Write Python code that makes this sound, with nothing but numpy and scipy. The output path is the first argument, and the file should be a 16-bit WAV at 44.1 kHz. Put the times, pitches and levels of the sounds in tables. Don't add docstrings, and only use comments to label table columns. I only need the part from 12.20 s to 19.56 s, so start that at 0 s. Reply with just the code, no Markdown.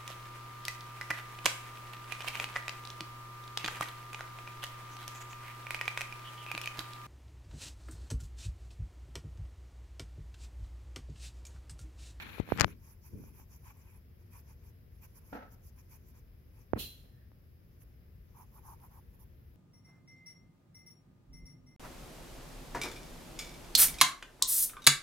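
import sys
import numpy as np
from scipy import signal
from scipy.fft import rfft, irfft, next_fast_len
from scipy.io import wavfile
from scipy.ndimage import uniform_filter1d

SR = 44100
rng = np.random.default_rng(int(sys.argv[2]) if len(sys.argv) > 2 else 0)


def voltage_ratio(decibels):
    exponent = np.asarray(decibels, float) / 20
    return 10 ** exponent


def wav_record(signal):
    frames = np.transpose(np.atleast_2d(signal))
    bounded = np.clip(frames, -1, 1)
    quanta = np.round(bounded * 32767).astype(np.int16)
    wavfile.write(sys.argv[1], SR, quanta)


N = 324563


def rms_one(x):
    return x / np.sqrt(np.mean(x ** 2) + 1e-20)


def pan(db):
    return voltage_ratio(np.array([db / 2, -db / 2]))


def drift(rate):
    r = np.exp(-80 * np.pi * rate / SR)
    white = rng.standard_normal(N // 40 + 2002)
    slow = signal.lfilter([1], [1, -2 * r, r * r], white)[2000:]
    return np.interp(np.arange(N) / 40, np.arange(len(slow)), rms_one(slow))


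def band(x, low_hz, high_hz):
    sos = signal.butter(2, [low_hz, min(high_hz, .45 * SR)], "band", fs=SR, output="sos")
    return signal.sosfilt(sos, x)


def body(x, modes, patchy_db=0.):
    out = 0
    for k, (hz, width, db) in enumerate(modes):
        r = np.exp(-np.pi * width / SR)
        gain = voltage_ratio(db) * (-1) ** k * (1 - r * r) / 2
        rung = signal.lfilter([gain, 0, -gain], [1, -2 * r * np.cos(2 * np.pi * hz / SR), r * r], x)
        if patchy_db:
            rung = rung * voltage_ratio(patchy_db * drift(21))
        out = out + rung
    return rms_one(out)


def stereo(one, other, alike):
    alike = np.clip(alike, -1, 1)
    return np.sqrt(1 + alike) * one + np.sqrt(1 - alike) * other * [[1], [-1]]


def coloured(white, spectrum, likeness=[(1, 0)], balance=[(1, 0)]):
    size = next_fast_len(N)
    log_hz = np.log(np.arange(size // 2 + 1) * SR / size + 1)
    curves = []
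    for points in (spectrum, likeness, balance):
        hz, value = np.transpose(points)
        curves.append(np.interp(log_hz, np.log(hz), value))
    level_db, alike, side_db = curves
    mid, side = rfft(white, size)
    pair = stereo(mid, side, alike)
    return rms_one(irfft(pair * voltage_ratio(level_db) * pan(side_db), size)[:, :N])


def grit(per_s, spread_db):
    sizes = voltage_ratio(spread_db * np.minimum(rng.exponential(1, (2, N)), 4))
    signs = rng.choice([-1, 1], (2, N))
    return rms_one(sizes * signs * (rng.random((2, N)) < per_s / SR))


def swells(rows):
    t = np.arange(N) / SR
    each = []
    for s, db, rise, hold, fall in rows:
        each.append(db - rise * np.maximum(s - t, 0) - fall * np.maximum(t - s - hold, 0))
    return np.maximum(np.max(each, axis=0), -140)


# frequency in Hz, level in dB per Hz.
ROOM_TONE = [(13, -40.5), (22, -12.5), (70, -6), (97, -9), (160, -18), (328, -30.5), (356, -25.5),
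             (387, -30.5), (457, -30.5), (885, -44.5), (1970, -43.5), (5170, -56.5), (8720, -66),
             (12500, -47), (16000, -51.5)]
# frequency in Hz, likeness from -1 to 1.
ROOM_LIKENESS = [(60, 1), (240, 0.67), (950, -0.14), (3770, -0.036), (15000, -1.4)]
# frequency in Hz, left-right difference in dB.
ROOM_BALANCE = [(60, 2.5), (240, 1), (950, 0), (3770, 4.5), (15000, 0.5)]
# arrival in seconds, level in dB, rise in dB/s, hold in seconds, fall in dB/s.
WHINE_SWELL = [
    (0.0073, -87, 900, 5.5, 2.2),
]
# frequency in Hz, width in Hz, level in dB.
FAN_MODE = [(5050, 750, 0)]


def room():
    rumble_db = -54.5 + .6 * drift(0.5)
    rumble = coloured(rng.standard_normal((2, N)), ROOM_TONE, ROOM_LIKENESS, ROOM_BALANCE) * voltage_ratio(rumble_db)
    hiss = voltage_ratio(-79) * rms_one(band(rng.standard_normal((2, N)), 14000, 17500))
    whine = body(body(rng.standard_normal((2, N)), FAN_MODE), FAN_MODE)
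    return rumble + hiss + voltage_ratio(swells(WHINE_SWELL)) * whine


# arrival in seconds, level in dB, rise in dB/s, hold in seconds, fall in dB/s.
KNOCK_SWELL = [
    (3.13, -49.5, 3200, 0.035, 130.9),
]
# frequency in Hz, level in dB per Hz.
KNOCK_WASH = [(88, -50), (150, -32), (211, -2.5), (254, -11.5), (291, -2.5), (325, -22), (500, -4),
              (602, -11), (871, -10), (1050, -18.5), (1570, -13), (3190, -33), (6000, -40.5), (7800, -72.5),
              (13200, -120)]
# frequency in Hz, width in Hz, level in dB.
WOOD_MODES = [(218.3, 25, -1), (500, 12, -6), (741, 41, -3.5), (1300, 42, 1), (1440, 57.8, -19)]


def knock():
    white = rng.standard_normal((2, N))
    wash = coloured(white, KNOCK_WASH, [(200, 1.0), (1500, 0.1)])
    wash = wash + voltage_ratio(-4) * body(white[::-1], WOOD_MODES)
    return rms_one(wash) * voltage_ratio(swells(KNOCK_SWELL) + 2.0 * drift(39) + 5.0)


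# arrival in seconds, level in dB, rise in dB/s, hold in seconds, fall in dB/s.
SHOWER_SWELLS = [
    (4.595, -41.5, 1200, .005, 144),
    (4.575, -66, 2300, .01, 300),
    (4.702, -58.5, 220, .001, 100),
]
# arrival in seconds, level in dB, rise in dB/s, hold in seconds, fall in dB/s.
THUD_SWELLS = [
    (4.56, -38, 2500, 0.0082, 500),
    (4.6, -50.5, 900, 0.00093, 140),
    (4.848, -63.5, 700, .001, 301),
]
# arrival in seconds, level in dB, rise in dB/s, hold in seconds, fall in dB/s.
CREAK_SWELL = [
    (4.95, -79, 330, .1, 280),
]
# frequency in Hz, level in dB per Hz.
SHOWER_TONE = [(710, -57), (1200, -22.5), (2290, -16.5), (2660, -3.5), (3370, -4), (3750, -6), (4070, 0.5),
               (4710, -10.5), (7460, -15), (8500, -41), (11000, -62), (18700, -120)]
# frequency in Hz, width in Hz, level in dB.
METAL_MODES = [(4068, 9, 0), (4138, 7, 0), (4200, 10, -4), (3375, 18, -6), (3250, 18, -6), (9480, 30, -9),
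               (10665, 30, -8), (12938, 22, -2), (13025, 22, -2)]
# frequency in Hz, width in Hz, level in dB.
METAL_TOP = [(9870, 96, 6), (10440, 270, -4), (11950, 1100, 0), (13400, 470, 9)]


def clatter():
    level_db = swells(SHOWER_SWELLS)
    white = rng.standard_normal((3, 2, N))
    shower = coloured(white[0], SHOWER_TONE) * voltage_ratio(level_db - 0.5)
    ringing = voltage_ratio(-68) * body(white[1] * voltage_ratio(0.9 * level_db + 80), METAL_MODES)
    creak = voltage_ratio(swells(CREAK_SWELL)) * body(white[2], [(1820, 130, 1), (1650, 130, -2)])

    since_shower = np.maximum(np.arange(N) / SR - SHOWER_SWELLS[0][0], 0)
    top_db = swells(SHOWER_SWELLS[::2]) - 8.0 - 16 * since_shower
    top = rms_one(band(band(white[1], 8000, 16500), 9000, 16000))
    top = top + voltage_ratio(-3.5) * body(white[0], METAL_TOP)
    top = top * voltage_ratio(top_db) * pan(-14.5)[:, None]

    thud_tone = [(60, -4), (150, 0.0), (450, -7.0), (1000, -20.5), (2500, -28.5), (4000, -65)]
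    thud = coloured(white[2], thud_tone, [(100, 1.0), (1400, 0.0813)]) * voltage_ratio(swells(THUD_SWELLS) + 1.8)
    return shower + ringing + creak + top + thud


# arrival in seconds, level in dB, rise in dB/s, hold in seconds, fall in dB/s.
SLIDE_SWELLS = [
    (0, -46, 900, .001, 75),
    (.52, -66, 60, .001, 310),
    (.3, -56, 290, .14, 2000),
]
# arrival in seconds, level in dB, rise in dB/s, hold in seconds, fall in dB/s.
SCUFF_SWELLS = [
    (.04, -66, 120, .32, 200),
    (.387, -41, 1500, .052, 3000),
]
# arrival in seconds, level in dB, rise in dB/s, hold in seconds, fall in dB/s.
RUMBLE_SWELLS = [
    (0, -56, 900, .28, 98),
    (.42, -37, 130, .001, 170),
    (.94, -45.5, 465, .001, 89.7),
]
# frequency in Hz, level in dB per Hz.
SLIDE_TONE = [(200, -9.5), (800, -4), (1500, -1), (2000, 0), (2400, 3), (2900, -4.5), (4300, -7),
              (4900, -22), (7500, -26), (16000, -45)]
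# frequency in Hz, level in dB per Hz.
SCUFF_TONE = [(200, -2.5), (600, 0.5), (1800, 2), (3500, -12.5), (7500, -25.5), (9000, -34), (16000, -33.5)]
# time in seconds, left-right difference in dB.
FINGER_PLACE = [(0, -3.5), (.2, 21.5), (.27, 4), (.42, 15), (.6, 3), (1.2, -1.5)]


def rubbing():
    slide = coloured(grit(per_s=12000, spread_db=4.0), SLIDE_TONE)
    slide = slide * voltage_ratio(swells(SLIDE_SWELLS) + 3.0 * drift(40))
    scuff = coloured(grit(per_s=2300, spread_db=4.5), SCUFF_TONE, [(1, 0.33)])
    scuff = scuff * voltage_ratio(swells(SCUFF_SWELLS) + 3.0 * drift(220))
    scuff[1] = band(scuff[1], 100, 2600)
    rumble_tone = [(40, -19), (80, -1), (200, 1.0), (450, -10.5), (900, -44.5), (2000, -71.5)]
    rumble = coloured(rng.standard_normal((2, N)), rumble_tone, [(1, 0.43)]) * voltage_ratio(swells(RUMBLE_SWELLS))
    s, place_db = np.transpose(FINGER_PLACE)
    side_db = np.interp(np.arange(N) / SR, s, place_db)
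    return (slide + scuff) * pan(side_db) + rumble * pan(.4 * side_db)


# start in seconds, peak in dB, left-right difference in dB,
# pulse frequency in Hz, crack level in dB.
CASING_POPS = [(0.183, -34.5, 3, 509, -32), (.199, -17.5, 20.5, 242, -22.5), (0.276, -41, -22, 500, -30),
               (.289, -33, -8, 604, -13), (.303, -33, 9, 1200, -27), (0.3206, -11, -13.5, 487, -27.5),
               (.361, -37, 7, 800, -29.5), (.3755, -25.5, 12.5, 2500, -6.5), (.386, -25.5, 6, 1496, -18.5),
               (0.3986, -10, 19, 3135, -5.5), (0.4086, -9, 23, 2300, -12.5), (.409, -2, 21.5, 1834, -1),
               (0.4153, -9.5, 12, 2629, 0), (0.4445, -5.5, 25, 1300, -20.5), (.48, -38, 17, 900, -25),
               (.935, -39, 1.5, 120, -50), (1.038, -44, -0.5, 396.8, -30), (1.198, -50, 7, 799.6, -20),
               (4.5334, -12, -14.5, 469.6, -40), (5.117, -51.5, 4, 694, -28), (5.619, -58, 1, 2502, 0),
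               (6.601, -60, -2.5, 2480, -5)]


def pops():
    length = 4000
    out, t = np.zeros((2, N + length)), np.arange(length) / SR
    noise = rng.standard_normal((len(CASING_POPS), 2, length))
    for (s, db, side_db, hz, crack_db), hiss in zip(CASING_POPS, noise):
        turns = hz * t
        after = np.maximum(turns - .45, 0)
        pull = np.clip(400 / hz, 0, .85) * np.exp(-((turns - .33) / 0.23) ** 2)
        recoil = np.cos(np.clip(hz / 400, 1.6, 3.2) * after)
        push = 2.2 * (1 - np.exp(-after / .07)) * np.exp(-after / .5)
        edge = push * recoil - pull
        rounded = signal.sosfilt(signal.butter(3, 4.2 * hz, fs=SR, output="sos"), edge)
        near = 0.033 * band(edge, 230, 7000) + rounded
        far = .4 * near + .7 * band(band(edge, 700, 4000), 300, 5000)

        burst = hiss * (after > 0) * np.exp(-after / hz / 0.00043)
        crack = band(band(burst, 4600, 7600), 4600, 7600)
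        crack = crack + .9 * band(burst, 1200, 3600)
        crack = crack + .12 * band(band(burst, 10300, 15500), 10300, 15500)
        crack = crack / np.abs(crack[0]).max() * [[1], [.3]]

        thump_db = -9.5 - 4 * np.log2(hz / 500)
        thump = -np.sin(2 * np.pi * 100 * t) * np.exp(-t / 0.007) * 1.5
        pop = [near, far] + voltage_ratio(crack_db) * crack + voltage_ratio(thump_db) * thump
        if side_db <= 0:
            pop = pop[::-1]
        start = round(s * SR)
        out[:, start:start + length] += voltage_ratio(db - abs(side_db) / 2) * pan(side_db)[:, None] * pop
    return out[:, :N]


# frequency in Hz, width in Hz, level in dB.
TIP_MODES = [(10990, 650, 1), (12100, 600, -0.5), (13100, 900, -4), (14400, 1500, -2), (15300, 1200, -5),
             (10100, 240, -13)]
# frequency in Hz, width in Hz, level in dB.
SHAFT_MODES = [(4832, 870, -4), (5950, 640, 1), (7540, 770, -7), (6510, 210, -6.5)]
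# frequency in Hz, width in Hz, level in dB.
SHEET_MODES = [(2430, 230, 5.5), (1300, 660, 1), (1800, 490, -12), (3264, 790, -14)]
# frequency in Hz, width in Hz, level in dB.
PAD_MODES = [(940, 340, 0), (1168.6, 190, -9.5), (865, 110, -3.5)]
# frequency in Hz, width in Hz.
PART_RANGES = [(12300, 11000), (5830, 9100), (1630, 3400), (960.3, 600)]
# middle in seconds, length in seconds, tip hiss in dB, weight on the page in dB.
OPENING = [(0.021, 0.029, -60, 0), (0.141, 0.11, -66, -2), (0.335, 0.095, -63.5, 0),
           (0.492, 0.061, -66.5, -3.5)]
# middle in seconds, length in seconds, tip hiss in dB, weight on the page in dB.
OUTLINE = [(0.687, 0.1, -69, -2), (0.863, 0.046, -65, -5.5), (0.92, 0.054, -73, -8),
           (1.04, 0.12, -69.5, -1), (1.194, 0.084, -68.5, 0), (1.342, 0.059, -66.5, -5),
           (1.482, 0.064, -64, 3), (1.593, 0.089, -74.5, 2), (1.72, 0.12, -74.5, 4), (2.014, 0.043, -83, 3),
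           (2.165, 0.071, -66, 1.5), (2.305, 0.064, -71, 1.5), (2.468, 0.066, -72, 1),
           (2.843, 0.037, -63.5, -1.5), (2.974, 0.036, -64, -7), (3.12, 0.12, -70.5, -0.5),
           (3.332, 0.031, -67.5, -9), (3.468, 0.054, -67, -14), (3.593, 0.041, -69.5, -1.5),
           (3.739, 0.057, -65, -3.5), (3.893, 0.049, -73, -8), (3.973, 0.048, -72.5, -0.5),
           (4.394, 0.076, -74.5, 1.5)]
# middle in seconds, length in seconds, tip hiss in dB, weight on the page in dB.
SHADING = [(5.623, 0.02716, -67.5, -15.5), (6.205, 0.069, -66.5, 4), (6.368, 0.055, -68.5, 0),
           (6.499, 0.085, -63, 0.5), (6.641, 0.056, -67.5, -0.5), (6.757, 0.073, -68.5, 0),
           (6.948, 0.02, -73, -9.5), (7.018, 0.037, -68.5, -6)]
# strokes, shaft in dB, sheet in dB, pad in dB.
GRIPS = [
    (OPENING, -10.5, 5, -10.5),
    (OUTLINE, -9, -6, -6),
    (SHADING, -14, -17.5, 3.1),
]


def stroke_power():
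    t, power = np.arange(N) / SR, np.zeros((4, N))
    for strokes, shaft_db, sheet_db, pad_db in GRIPS:
        for middle, length, db, weight_db in strokes:
            near = np.abs(t - middle) < 2 * length
            place = 2 * (t[near] - middle) / length
            steepness = np.where(place < 0, 2.5, 4.1)
            swell_db = 3.0 - 4.0 * np.abs(place) ** steepness
            parts_db = [0, shaft_db, sheet_db + 0.86 * weight_db, pad_db + weight_db]
            power[:, near] += voltage_ratio(np.add.outer(parts_db, db + swell_db)) ** 2
    busy = np.maximum(uniform_filter1d(power[0], round(.25 * SR)), 0)
    drag = voltage_ratio(-88.5) ** 2 + voltage_ratio(-12) ** 2 * busy
    return power + drag * voltage_ratio([[0], [-8], [-10], [-9]]) ** 2


def pencil():
    one, other = grit(per_s=14000, spread_db=2.5)
    parts = (TIP_MODES, SHAFT_MODES, SHEET_MODES, PAD_MODES)
    likeness, sides_db = (.45, 0.033, 0.27, 0.59), (-6.0, 9.0, 2.0, 0.0)
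    out = 0
    for modes, power, alike, side_db, (hz, width) in zip(parts, stroke_power(), likeness, sides_db, PART_RANGES):
        skirt = [(hz, width, 0)]
        ranged = body(body(stereo(one, other, alike), skirt), skirt)
        flutter = voltage_ratio(0.31 * drift(30))
        out = out + body(ranged, modes, patchy_db=2.5) * np.sqrt(power) * flutter * pan(side_db)[:, None]
    return out


def scene():
    left, right = room() + knock() + clatter() + rubbing() + pencil()
    air = [left, np.roll(right, 6)]
    top_cut = signal.ellip(10, .5, 60, 15830, fs=SR, output="sos")
    return signal.sosfilt(top_cut, air) + pops()


def low_pass(x):
    return signal.sosfilt(signal.butter(12, 16970, fs=SR, output="sos"), x)


def record(dry):
    cut = signal.sosfilt(signal.butter(4, 38, "high", fs=SR, output="sos"), dry)
    return low_pass(np.clip(cut, -1, 1))


dry = scene()
out = record(dry)
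wav_record(out)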